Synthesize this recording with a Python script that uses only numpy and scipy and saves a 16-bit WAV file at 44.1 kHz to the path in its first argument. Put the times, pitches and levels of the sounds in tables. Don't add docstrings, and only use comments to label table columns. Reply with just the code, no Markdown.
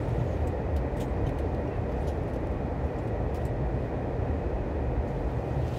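import sys
import numpy as np
from scipy import signal
from scipy.fft import rfft, irfft
from scipy.io import wavfile
from scipy.ndimage import uniform_filter1d

SR = 44100
rng = np.random.default_rng(int(sys.argv[2]) if len(sys.argv) > 2 else 0)


def unload_wav(signal):
    wavfile.write(
        sys.argv[1],
        SR,
        np.round(np.clip(np.atleast_2d(signal).T, -1, 1) * 32767).astype(np.int16),
    )


def boost_factor(decibels):
    exponent = np.asarray(decibels, float) / 20
    return 10 ** exponent


N = 255118

# (frequency [Hz], relative density [dB per Hz])
ROAR_COLOUR = [(15, -40), (25, -35), (59, -2), (126, -2.5), (200, -13.5), (425, -13), (486, -13),
               (527, -18), (587, -15), (654, -17.5), (729, -16.5), (1120, -29.5), (1930, -38),
               (2730, -44.5), (15800, -76.5)]
# (time [s], level [dB])
ROAR_SWELL = [(0, -32), (.6, -32.5), (1.3, -32), (2.0, -32.5), (2.8, -32.5), (3.5, -33), (4.3, -32),
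              (5.0, -33), (5.78, -33)]
# (frequency [Hz], width [Hz], boost or cut [dB])
PANEL_RESONANCES = [(157.4, 9.8, -9), (280, 71, 3), (500, 69, 4.5), (590, 46, 3.5), (890, 68, 1.5),
                    (1900, 320, 7), (2380, 270, 4.5), (3120, 770, -0.5), (6340, 1000, 2)]
# (frequency [Hz], drift [Hz], noise spread to each side [Hz],
# level at the start [dB], fade [dB per s]; a negative fade grows)
SINGING_BANDS = [(2480, 2.3, 4.6, -71.5, -0.5), (2534, 30, 52, -71, -0.5), (1897, 4.03, 12, -64.5, 1)]
# (time [s], level [dB])
RUSTLE_LEVEL = [(0, -62.5), (.12, -63), (.42, -65.5), (.8, -82), (1.0, -71), (1.45, -73), (1.9, -73),
                (2.05, -63.5), (2.3, -75), (2.75, -81), (2.95, -68), (3.2, -82), (3.42, -64), (3.56, -86),
                (3.85, -68), (4.0, -84), (5.0, -80), (5.1, -67.5), (5.6, -63.5), (5.78, -53)]
# (frequency [Hz], relative density [dB per Hz])
RUSTLE_COLOUR = [(1500, -37), (2600, 4), (4000, -2.5), (7500, -10.5), (10000, -14), (16000, -18)]
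# (frequency [Hz], pitch waver [Hz], flutter depth [0-1], random surge [dB])
BODY_MODES = [(53.07, 5.14, 0.63, 2), (76.2, 7.2, 0.25, 3.5), (119.2, 8.04, 0.62, 1.5)]
# (time [s], low mode [dB], middle mode [dB], upper mode [dB])
BODY_LEVELS = [(0, -34.5, -33, -33.5), (.4, -40.5, -31, -38), (.9, -33.5, -36, -37), (1.4, -33.5, -36, -38),
               (2.0, -40, -37.5, -39), (2.6, -38, -35.5, -41), (3.2, -38.5, -37.5, -37.5),
               (3.75, -33.5, -42, -36.5), (4.1, -39, -31.5, -38), (4.6, -36.5, -41.5, -39),
               (5.2, -35.5, -34, -37), (5.78, -42, -35.5, -34.5)]
# (start [s], nominal length [s], level before shaping [dB], ring [Hz], ring boost [dB])
SCRAPES = [(0.082, .018, -61, 9300, 15), (0.468, 0.022, -54, 7800, 9), (0.995, 0.042, -48, 7600, 6),
           (1.26, 0.032, -59, 9500, 5), (1.912, .022, -62, 5500, 8.5), (1.99, 0.067, -69, 8800, 14),
           (2.064, 0.047, -52, 5000, 3), (2.168, .016, -67, 11000, 3), (2.268, 0.046, -65, 9500, 6),
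           (2.33, .022, -59, 6200, 4), (2.354, 0.017, -60.5, 6200, 6), (2.503, 0.033, -69, 13000, 3),
           (2.835, .03, -70, 6000, 10), (3.01, .06, -74, 9700, 12), (3.068, 0.024, -62, 9800, 2),
           (3.352, 0.03, -54, 6000, 0), (5.07, 0.031, -64, 6700, 6.5)]
# (start [s], length [s], start pitch [Hz], end pitch [Hz],
# noise spread to each side [Hz], level before tapering [dB])
THIN_HISSES = [(0.16, 0.09, 6500, 7100, 700, -73), (0.235, 0.135, 7000, 6200, 600, -69),
               (0.995, 0.045, 3500, 3100, 500, -60), (1.0, 0.06, 6400, 6800, 500, -63),
               (1.035, 0.085, 8700, 7950, 110, -74), (1.262, 0.02, 3900, 3800, 400, -60),
               (1.7, 0.09, 2720, 2580, 60, -61)]
# (cue time [s], level before trim and shaping [dB], ring [Hz], ring boost [dB], tail t60 [s])
CRACKLES = [(0.241, -60, 12000, 0, .02), (0.762, -46, 4270, 9, 0.091), (0.96, -53.5, 8600, 7, 0.28),
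            (1.127, -64, 8300, 6, .015), (1.291, -45.5, 2050, 15, 0.049), (1.384, -47, 4300, 6, 0.096),
            (1.548, -55, 4500, 15, 0.03), (2.236, -60, 9000, 6, .015), (2.300, -64, 14000, 6, .015),
            (2.406, -64, 10500, 8, .03), (2.472, -56, 9000, 10, 0.016), (2.865, -66, 11800, 12, .03),
            (2.983, -57, 7100, 9, 0.12), (3.342, -49, 6500, 1, 0.11), (3.450, -47.5, 8000, 6.5, 0.097),
            (5.316, -64, 13500, 9, .03)]
# (start [s], length [s], start pitch [Hz], end pitch [Hz], peak of the fundamental [dB])
SQUEAKS = [(0.998, .04, 3250, 3050, -54), (1.260, .02, 3050, 3110, -48), (1.667, .024, 2850, 2800, -55)]


def evened(x):
    return x / np.sqrt(np.mean(x ** 2) + 1e-20)


def read(points, hz):
    f, value = np.transpose(points)
    return np.interp(np.log(hz + 1), np.log(f + 1), value)


def along(rows):
    s, *columns = np.transpose(rows)
    return [np.interp(np.arange(N) / SR, s, column) for column in columns]


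def coloured(x, db_at):
    gain = boost_factor(db_at(np.fft.rfftfreq(len(x), 1 / SR)))
    return irfft(rfft(x) * gain, len(x))


def add(mix, s, sound):
    part = mix[round(s * SR):][:len(sound)]
    part += sound[:len(part)]


def wander(size, hz):
    noise = rng.standard_normal(size)
    return evened(coloured(noise, lambda f: -40 * np.log10(1 + (f / hz) ** 2)))


def patchy_noise(db, window, patchy_db, bins, frames):
    hop = window // 4
    real, imaginary, patches = rng.standard_normal((N // hop + 5, window // 2 + 1, 3)).T
    patches = uniform_filter1d(patches, bins, 0)
    patches = evened(uniform_filter1d(patches, frames, 1))
    spectra = (real + 1j * imaginary) * boost_factor(db[:, None] + patchy_db * patches)
    return evened(signal.istft(spectra, nperseg=window, noverlap=window - hop)[1][:N])


def noise_band(pitch, width):
    angle = 2 * np.pi * np.cumsum(pitch) / SR
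    size = len(pitch)
    return wander(size, width) * np.cos(angle) + wander(size, width) * np.sin(angle)


def roar():
    hz = np.fft.rfftfreq(2048, 1 / SR)
    db = read(ROAR_COLOUR, hz)
    for panel_hz, width, boost_db in PANEL_RESONANCES:
        db += boost_db / (1 + (2 * (hz - panel_hz) / width) ** 2)
    db -= 6 * ((hz > 36) & (hz < 150))
    noise = patchy_noise(db, window=2048, patchy_db=-0.02, bins=20, frames=8)
    return noise * boost_factor(along(ROAR_SWELL)[0])


def sing(hz, drift_hz, width, db, fade_db):
    band = noise_band(hz + drift_hz * wander(N, 1.5), width)
    level_db = db - fade_db * np.arange(N) / SR + 1.8 * wander(N, 2.5)
    return boost_factor(level_db) * band


def rustle():
    ticks_per_s, tick_t60 = 50, .04
    tick_db = 2.5 * np.minimum(rng.exponential(1, N), 2)
    ticks = (rng.random(N) < ticks_per_s / SR) * boost_factor(tick_db)
    decay = .25 * boost_factor(-60 * np.arange(2048) / SR / tick_t60)
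    lumps = 1 + signal.oaconvolve(ticks, decay)[:N]
    db = read(RUSTLE_COLOUR, np.fft.rfftfreq(256, 1 / SR))
    friction = patchy_noise(db, window=256, patchy_db=2.0, bins=10, frames=16)
    return boost_factor(along(RUSTLE_LEVEL)[0]) * lumps * friction


def boom(level_db, hz, waver_hz, flutter, surge_db):
    waver_rate, surge_rate, flutter_rate = 14.48, 9.3, 46
    turns = np.cumsum(hz + waver_hz * wander(N, waver_rate)) / SR + rng.random()
    strength = boost_factor(surge_db * wander(N, surge_rate)) * (1 + flutter * wander(N, flutter_rate))
    return boost_factor(level_db) * evened(strength * np.sin(2 * np.pi * turns))


def burst(size, ring_hz, ring_db, treble_db, grain_db):
    noise = rng.standard_normal(size) * boost_factor(grain_db * wander(size, 500))
    high_db = treble_db + 1.5 * np.log2(ring_hz / 8000)
    slope = [(900, -34), (2400, 5), (3500, -0.5), (13000, high_db), (20000, high_db)]
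    uneven_db = 2.5 * rng.standard_normal(30)

    def colour(f):
        ring = ring_db / (1 + ((f - ring_hz) / (0.15 * ring_hz)) ** 2)
        return read(slope, f) + ring + np.interp(f, np.linspace(0, SR / 2, 30), uneven_db)

    return evened(coloured(noise, colour))


def scrape(s, length, db, ring_hz, ring_db):
    u = np.arange(round(3 * length * SR)) / (length * SR)
    swell = np.sin(np.pi / 2 * np.minimum(u / 0.28, 1)) ** 2
    trail = boost_factor(-20 * np.maximum(u - .55, 0))
    noise = burst(len(u), ring_hz, ring_db, treble_db=-10, grain_db=0.65)
    return s, boost_factor(db) * swell * trail * noise


def thin_hiss(s, length, from_hz, to_hz, width, db):
    size = round(length * SR)
    band = noise_band(np.linspace(from_hz, to_hz, size), width)
    return s, boost_factor(db) * band * signal.windows.tukey(size, .6)


def crackle(s, db, ring_hz, ring_db, t60):
    tick_db, trim_db = 10, -3.0
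    t = np.arange(8192) / SR
    rise = .0003 + 0.045 * t60
    after = np.maximum(t - rise, 0)
    tail = boost_factor(-60 * after / t60)
    peak = 0.6 * boost_factor(-60 * abs(t - rise) / 0.0068)
    shape = np.minimum(t / rise, 1) ** 1.6 * (tail + peak)
    u = 2 * np.pi * ring_hz * after
    tick = boost_factor(tick_db) * (t > rise) * (1 - u) * np.exp(-u)
    noise = burst(len(t), ring_hz, ring_db, treble_db=-9, grain_db=0.87)
    return s - .001, boost_factor(db + trim_db) * (tick + shape * noise)


def squeak(s, length, from_hz, to_hz, db):
    size = round(length * SR)
    pitch = np.linspace(from_hz, to_hz, size) + 85 * wander(size, 1500)
    turns = np.cumsum(pitch) / SR
    stack = sum(boost_factor(-10.0 * k) * np.sin(2 * np.pi * (k + 1) * turns) for k in range(5))
    return s, boost_factor(db) * stack * signal.windows.hann(size)


def scene():
    mix = roar() + sum(sing(*band) for band in SINGING_BANDS) + rustle()
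    for level_db, mode in zip(along(BODY_LEVELS), BODY_MODES):
        mix += boom(level_db, *mode)
    near = [(SCRAPES, scrape), (THIN_HISSES, thin_hiss), (CRACKLES, crackle), (SQUEAKS, squeak)]
    for rows, source in near:
        for row in rows:
            add(mix, *source(*row))
    return mix[None]


def roll_off(x):
    return signal.sosfilt(signal.butter(12, 15950, fs=SR, output="sos"), x)


def record(dry):
    low_cut_hz, top_hz, hiss_db = 36, 15770, -82
    heard = dry + boost_factor(hiss_db) * rng.standard_normal(dry.shape)
    low_cut = signal.butter(N=4, Wn=low_cut_hz, btype="high", fs=SR, output="sos")
    heard = signal.sosfilt(low_cut, heard)
    heard = coloured(heard[0], lambda f: -25. * (f > top_hz))[None]
    heard *= np.minimum(np.arange(N) / (.002 * SR), 1)
    return roll_off(heard)


dry = scene()
out = record(dry)
unload_wav(out)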